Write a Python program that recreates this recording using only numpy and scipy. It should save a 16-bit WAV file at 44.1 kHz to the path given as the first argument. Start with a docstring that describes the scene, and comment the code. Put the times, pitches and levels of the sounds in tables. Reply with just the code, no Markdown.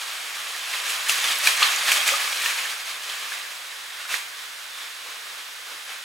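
"""A shallow muddy pool among trees: a deer bounds in, slows to a wade and stands.
Each hoof slaps up a splash, most with the pop of an air pocket; one small click sounds on the right.
Water patters back and surges round the legs, leaving ringing bubbles.
The trunks scatter the water sounds back over the faint steady hiss of the forest."""
import sys
import numpy as np
from scipy import signal
from scipy.fft import rfft, irfft
from scipy.io import wavfile
from scipy.ndimage import uniform_filter1d

SR = 44100
rng = np.random.default_rng(int(sys.argv[2]) if len(sys.argv) > 2 else 0)


def materialize(psi):
    """Save the field psi as 16-bit PCM at rate SR to the path in sys.argv[1].

    A 1-D psi becomes a single channel; in a 2-D psi each row is a channel.
    """
    bounded = np.clip(np.atleast_2d(psi).T, -1, 1)
    quanta = np.round(bounded * 32767).astype(np.int16)
    wavfile.write(sys.argv[1], SR, quanta)


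N = 266364
TIME, HZ = np.arange(N) / SR, np.fft.rfftfreq(N, 1 / SR)


def amp(db):
    """Decibels to gain."""
    return 10 ** (np.asarray(db) / 20)


def unit(x):
    """Scales to rms 1."""
    return x / np.sqrt(np.mean(x ** 2) + 1e-20)


def curve(points, hz=HZ):
    """Interpolates over log frequency."""
    knots_hz, values = np.transpose(points)
    return np.interp(np.log(hz + 1), np.log(knots_hz + 1), values)


def colour(x, db):
    """Filters by a dB gain per FFT bin."""
    return irfft(rfft(x) * amp(db), N)


def highpass(x, hz, order):
    """Butterworth high-pass."""
    return signal.sosfilt(signal.butter(order, hz, "high", fs=SR, output="sos"), x)


def resonance(hz, width_hz):
    """Spectral peak of height 1."""
    return 1 / (1 + (2 * (HZ - hz) / width_hz) ** 2)


def sides(db):
    """Splits left minus right into a dB offset per channel."""
    return np.array([[.5], [-.5]]) * db


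def add(mix, at_s, sound):
    """Mixes a sound in at at_s."""
    part = mix[:, round(at_s * SR):][:, :sound.shape[-1]]
    part += sound[..., :part.shape[-1]]


# Hiss spectrum (frequency [Hz], relative density [dB])
HISS_SPECTRUM_DB = [(30, -54), (85, -45), (255, -21), (540, -9.5), (850, -6), (1050, -2), (1580, 2.5),
                    (2800, -0.5), (3600, 1), (4400, -3), (9800, -8.5), (15800, -15)]
# Hiss left-right likeness (frequency [Hz], correlation [0..1])
HISS_CORRELATION = [(200, 0.68), (640, 0.69), (3000, 0.61), (7000, 0.76), (15000, 0.36)]
# Rightward lean of the pool, doubled for the hiss (frequency [Hz], left minus right [dB])
LEAN_DB = [(300, 0), (1300, -1.1), (3500, -1.06), (8000, 0)]
def forest_hiss(level_db=-37.5):
    """Smooth, wide hiss: noise partly shared by both channels."""
    common, apart = rfft(rng.standard_normal((2, N)))
    correlation = curve(HISS_CORRELATION)
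    mid, side = common * np.sqrt(1 + correlation), apart * np.sqrt(1 - correlation)
    pair = irfft([mid + side, mid - side], N)
    return amp(level_db) * unit(colour(pair, curve(HISS_SPECTRUM_DB) + sides(2 * curve(LEAN_DB))))


def faint_ring(crest_s=4.81, sigma_s=.088, hz=3530, width_hz=300, level_db=-45.5):
    """A narrow, fuzzy high tone swells and fades."""
    tone = irfft(rfft(rng.standard_normal(N)) * resonance(hz, width_hz), N)
    return amp(level_db) * unit(tone) * np.exp(-((TIME - crest_s) / sigma_s) ** 2 / 2)


# Echo off the trunks (frequency [Hz], gain [dB])
ECHO_GAIN_DB = [(250, -29), (700, -4.5), (2500, -7.5), (7000, -5), (15000, -8)]
# Echo decay (frequency [Hz], T60 [s])
ECHO_T60_S = [(300, 0.46), (2000, 0.4), (6000, 0.12), (15000, 0.47)]
def tree_echoes(source, first_s=.004, taps_per_s=2500, drift_rad_per_s=1.737 * np.pi, count=4):
    """Trunks scatter sparse echoes, different at each ear; the tails crossfade as the deer moves."""
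    source, out = colour(source, curve(ECHO_GAIN_DB)), np.zeros((2, N))
    for k in range(count):
        taps = rng.standard_normal((2, SR)) * (rng.random((2, SR)) < taps_per_s / SR)
        hz, t, spectra = signal.stft(taps * (TIME[:SR] > first_s), SR, nperseg=256)
        t60_s = curve(ECHO_T60_S, hz)[:, None]
        tail = signal.istft(spectra * amp(-60 * t / t60_s) / np.sqrt(t60_s), SR, nperseg=256)[1]
        tail /= np.linalg.norm(tail, axis=1, keepdims=True)
        share = np.cos(drift_rad_per_s * TIME + np.pi * k / count) ** 3
        out += signal.fftconvolve(source * unit(share), tail, axes=1)[:, :N]
    return out / np.sqrt(count)


# Very faint low thumps (time [s], level [dB])
LOW_THUMPS = [(1.078, -72), (1.608, -73), (4.122, -70)]
def low_thumps(hz=52, decay_s=.008):
    """Very faint thumps under three splashes, each one heavily damped low swing."""
    out, t = np.zeros((2, N)), TIME[:SR // 5]
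    swing = np.sin(2 * np.pi * hz * t) * t / decay_s * np.exp(1 - t / decay_s)
    for at_s, db in LOW_THUMPS:
        add(out, at_s, amp(db) * swing)
    return out


def bubble(hz, decay_cycles=8.8, glide=.019):
    """An air pocket rings and dies, its pitch rising as it nears the surface."""
    age = np.linspace(0, 2 * np.pi, int(2 * np.pi * decay_cycles / hz * SR) + 2)  # in decay times
    cycles = decay_cycles * (age + glide * age ** 2 / 2)
    onset = 1 - np.exp(-2 * np.pi * cycles)
    return np.sin(2 * np.pi * cycles) * np.exp(-age) * onset


def impacts(per_s, spread_db):
    """Random drop impacts: many small, a few large."""
    size = amp(spread_db * np.minimum(rng.exponential(1, N), 4))
    return size * rng.choice([-1, 1], N) * (rng.random(N) < per_s / SR)


# Splashing water spectrum (frequency [Hz], relative density [dB])
WATER_SPECTRUM_DB = [(40, -45), (100, -44.5), (220, -28), (380, -21), (560, -14.5), (900, -10),
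                     (1170, -2.5), (1450, -5), (2400, 1), (3600, -2.5), (5100, -8), (7000, -9.5),
                     (11600, -15), (15800, -23)]
# Narrow peaks and dips in the pool's colour (frequency [Hz], width [Hz], gain [dB])
POOL_BANDS = [(1650, 230, 3), (2030, 210, -1), (2480, 250, -1), (2824, 85, -5.5), (3640, 210, -0.5)]
def droplets(per_s, spread_db, bubbles_db, bubble_density, decay_cycles, pitches=64):
    """Drops tick on the surface; some trap a bubble that rings for a few cycles."""
    ringing = np.zeros(N)
    for hz in np.geomspace(450, 11000, pitches) * rng.uniform(.97, 1.03, pitches):
        ring = bubble(hz, decay_cycles * rng.uniform(.22, 1.95), glide=.017)
        train = unit(impacts(bubble_density / pitches * np.sqrt(hz / 2000), spread_db))
        ringing += signal.oaconvolve(train, ring / np.linalg.norm(ring))[:N] * np.sqrt(hz)
    drops = unit(impacts(per_s, spread_db)) + amp(bubbles_db) * unit(ringing)
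    bands_db = sum(db * resonance(hz, width_hz) for hz, width_hz, db in POOL_BANDS)
    return unit(colour(drops, curve(WATER_SPECTRUM_DB) + bands_db))


def split_water(water, slosh_hz=800, spray_hz=5200):
    """Splits water sound into low slosh, mid patter and fine spray."""
    slosh = irfft(rfft(water) / (1 + (HZ / slosh_hz) ** 4), N)
    spray = water - irfft(rfft(water) / (1 + (HZ / spray_hz) ** 4), N)
    return slosh, water - slosh - spray, spray


# Pool churn, rising with the bounds and settling in the wade (time [s], level [dB])
CHURN_DB = [(0, -34), (.68, -33), (1.04, -29), (1.2, -25), (1.4, -26), (1.6, -28.5), (2.0, -26),
            (2.63, -28.5), (2.79, -35), (3.35, -35.5), (3.62, -41), (4.3, -45), (6.04, -51.5)]
# Water pushed by a leg or falling back (crest [s], level [dB], length [s], relative slosh [dB])
WATER_SURGES = [(0.753, -30, 0.096, -2), (0.89, -29.5, 0.11, -10), (1.273, -26, 0.12, 3),
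                (1.676, -24.5, 0.24, -0.5), (1.974, -22.5, 0.051, 5), (2.125, -34.5, 0.022, 17.5),
                (2.213, -29, 0.027, -6), (2.504, -35.5, .11, -10), (2.885, -32.5, .04, -7),
                (3.13, -36, 0.15, -6), (3.244, -34, .06, 6), (4, -37.5, 0.11, -1), (4.12, -32, 0.037, 8),
                (4.43, -40, 0.083, -1), (4.823, -38.5, 0.12, 3), (5.094, -38.5, 0.13, 9.5),
                (5.294, -40, 0.092, 9), (5.394, -38, 0.046, 6), (5.72, -38.5, 0.077, 11),
                (5.914, -36.5, .08, 7)]
def stirred_water(clump_db=1, clump_s=.026, spray_db=-1):
    """Water falls back in clumps and sloshes round the legs, in surges over a continuous churn."""
    drops = droplets(per_s=9000, spread_db=2, bubbles_db=-9, bubble_density=900, decay_cycles=9.5)
    slosh, patter, spray = split_water(drops)
    churn_db = np.interp(TIME, *np.transpose(CHURN_DB))
    effort_db = churn_db + 30  # harder churn: less slosh, more spray
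    power = amp(churn_db) ** 2
    slosh_power = power * amp(2.5 - .14 * effort_db) ** 2
    spray_power = power * amp(1.97 + .1 * effort_db) ** 2
    for crest_s, db, length_s, slosh_db in WATER_SURGES:
        surge = amp(db) ** 2 * np.exp(-(2 * (TIME - crest_s) / length_s) ** 2)
        power += surge
        slosh_power += surge * amp(slosh_db) ** 2
        spray_power += surge * amp(spray_db) ** 2
    clumps = unit(uniform_filter1d(rng.standard_normal(N), int(clump_s * SR)))
    water = np.sqrt(slosh_power) * slosh + np.sqrt(power) * patter + np.sqrt(spray_power) * spray
    return amp(-clump_db * clumps) * water


def stray_drops(per_s=12, over_churn_db=3, scatter_db=5.5, centre_hz=3590, scatter_octaves=1.107):
    """Single drops plink at random; their level follows the churn that throws them."""
    out = np.zeros((2, N))
    for when, size, pitch in rng.random((int(per_s * N / SR), 3)):
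        at_s = when * N / SR
        db = np.interp(at_s, *np.transpose(CHURN_DB)) + over_churn_db + scatter_db * (2 * size - 1)
        hz = centre_hz * 2 ** (scatter_octaves * (2 * pitch - 1))
        add(out, at_s, amp(db) * bubble(hz, glide=.011))
    return highpass(out, hz=600, order=3)


# Large bubbles and drops (time [s], level [dB], pitch [Hz])
LARGE_BUBBLES = [(.738, -18, 2100), (1.285, -14.5, 3200), (1.321, -16, 3530), (1.387, -13.5, 11400),
                 (1.4735, -5.5, 2370), (1.622, -11, 1203), (1.6298, -5, 4180), (1.762, -12, 6840),
                 (2.03, -20, 2500), (2.122, -26, 554), (2.138, -17, 1212), (2.198, -22, 1710),
                 (2.328, -17, 2260), (2.415, -18, 2330), (2.461, -17, 1790), (2.508, -19, 2350),
                 (2.585, -19, 2440), (2.653, -21, 1740), (4.002, -32, 1440), (4.053, -29, 1430)]
def large_bubbles(pan_db=.5):
    """Single bubbles ring out, the low ones longer; too small to radiate bass."""
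    out = np.zeros((2, N))
    for at_s, db, hz in LARGE_BUBBLES:
        add(out, at_s, amp(db + sides(pan_db)) * bubble(hz))
    return highpass(out, hz=400, order=3)


def crest(at_s, rise_s, decay_s):
    """Envelope: swells to 1 at at_s, then decays."""
    swell = np.clip(1 + (TIME - at_s) / rise_s, 0, 1) ** .6
    return swell * np.exp(-np.clip((TIME - at_s) / decay_s, 0, 20))


# Hoof splashes and pops (time [s], splash level [dB], entry [s], relative spray [dB],
# relative slap [dB], pop level [dB], pop pitch [Hz], pop left minus right [dB])
# The last row's pop is a small sharp click close by on the right.
SPLASHES_AND_POPS = [(.902, -30, 0.026, 6.5, -12, -19, 2630, -1),
                     (1.095, -24, .014, 7.5, 4.5, -8.5, 2680, 4),
                     (1.4723, -20, .05, 4, 6.5, -4.5, 2400, -2.5),
                     (1.6278, -18.5, 0.038, -2, 0, -2, 2850, -1),
                     (1.888, -19.5, 0.036, 0, -12, -13, 1770, -6),
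                     (1.918, -28, 0.0055, 12, 6.5, -3, 2530, -1), (2.078, -27, 0.017, 9, 6, -19, 8000, 0),
                     (2.089, -22.5, 0.043, 0.5, -8, -7, 2280, 1),
                     (2.460, -28, 0.059, 5, -8, -9.5, 2590, -2),
                     (3.098, -34, .035, -4, -10, -14.5, 3200, -3),
                     (3.32, -34.5, 0.05, 4, -10, -19.5, 1620, 1),
                     (4.1415, -27, .065, 3, -14, -15.5, 1830, -17)]
def hoof_splashes(heave_s=.023, slap_spray_db=-.5):
    """The flat of a hoof slaps; the entering leg tears up a sheet of water that collapses into drops."""
    drops = droplets(per_s=13000, spread_db=3, bubbles_db=-18, bubble_density=2400, decay_cycles=2.3)
    slosh, patter, spray = split_water(drops)
    power, spray_power = np.zeros(N), np.zeros(N)
    for at_s, db, entry_s, spray_db, slap_db, *_ in SPLASHES_AND_POPS:
        sheet = amp(db) * crest(at_s, rise_s=entry_s, decay_s=.055)
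        slap = amp(db + slap_db) * crest(at_s, rise_s=.00096, decay_s=.006)
        power += sheet ** 2 + slap ** 2
        spray_power += (sheet ** 2 + (slap * amp(slap_spray_db)) ** 2) * amp(spray_db) ** 2
    slosh_power = np.maximum(uniform_filter1d(power, int(heave_s * SR)), 0)  # bulk water is slower
    return np.sqrt(slosh_power) * slosh + np.sqrt(power) * patter + np.sqrt(spray_power) * spray


def pops_and_click(decay_cycles=3.64, second_delay_s=.00257, second_ratio=1.2, second_db=-5.5):
    """Pairs of brief rings: air pockets slapped shut by hooves, and lastly a sharp click on the right."""
    out = np.zeros((2, N))
    for at_s, *_, db, hz, pan_db in SPLASHES_AND_POPS:
        gain = amp(db + sides(pan_db))
        add(out, at_s, gain * bubble(hz, decay_cycles))
        add(out, at_s + second_delay_s, gain * amp(second_db) * bubble(hz * second_ratio, decay_cycles))
    return highpass(out, hz=400, order=3)


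def scene():
    """The deer in the pool, its echo among the trees, and the forest behind."""
    water = amp(-1) * stirred_water() + amp(-.5) * hoof_splashes()
    water = highpass(water, hz=190, order=2)  # shallow water radiates little bass
    water = colour(water, sides(curve(LEAN_DB)))
    pops = pops_and_click() + large_bubbles() + stray_drops()
    echoes = tree_echoes(water + amp(-2) * pops)
    return water + pops + echoes + low_thumps() + faint_ring() + forest_hiss()


# Stereo width by frequency, narrowing to mono near 7 kHz (frequency [Hz], side gain [dB])
SIDE_GAIN_DB = [(60, 3), (180, 1), (290, -10), (420, 0), (1000, 1.5), (3000, 2), (4800, 2.5), (5800, -1.5),
                (6600, -41), (8000, -44), (9200, -2.5), (15000, 5)]
def record(dry, ceiling=.95, cutoff_hz=15930):
    """Stereo width, soft ceiling on the loudest pops, band limit."""
    mid, side = dry.mean(0), colour((dry[0] - dry[1]) / 2, curve(SIDE_GAIN_DB))
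    pair = np.array([mid + side, mid - side])
    pair /= (1 + (pair / ceiling) ** 16) ** (1 / 16)
    lowpass = signal.firwin(611, cutoff_hz, window=("kaiser", 9), fs=SR)
    return signal.oaconvolve(pair, lowpass[None], "same", axes=1)


dry = scene()
out = record(dry)
materialize(out)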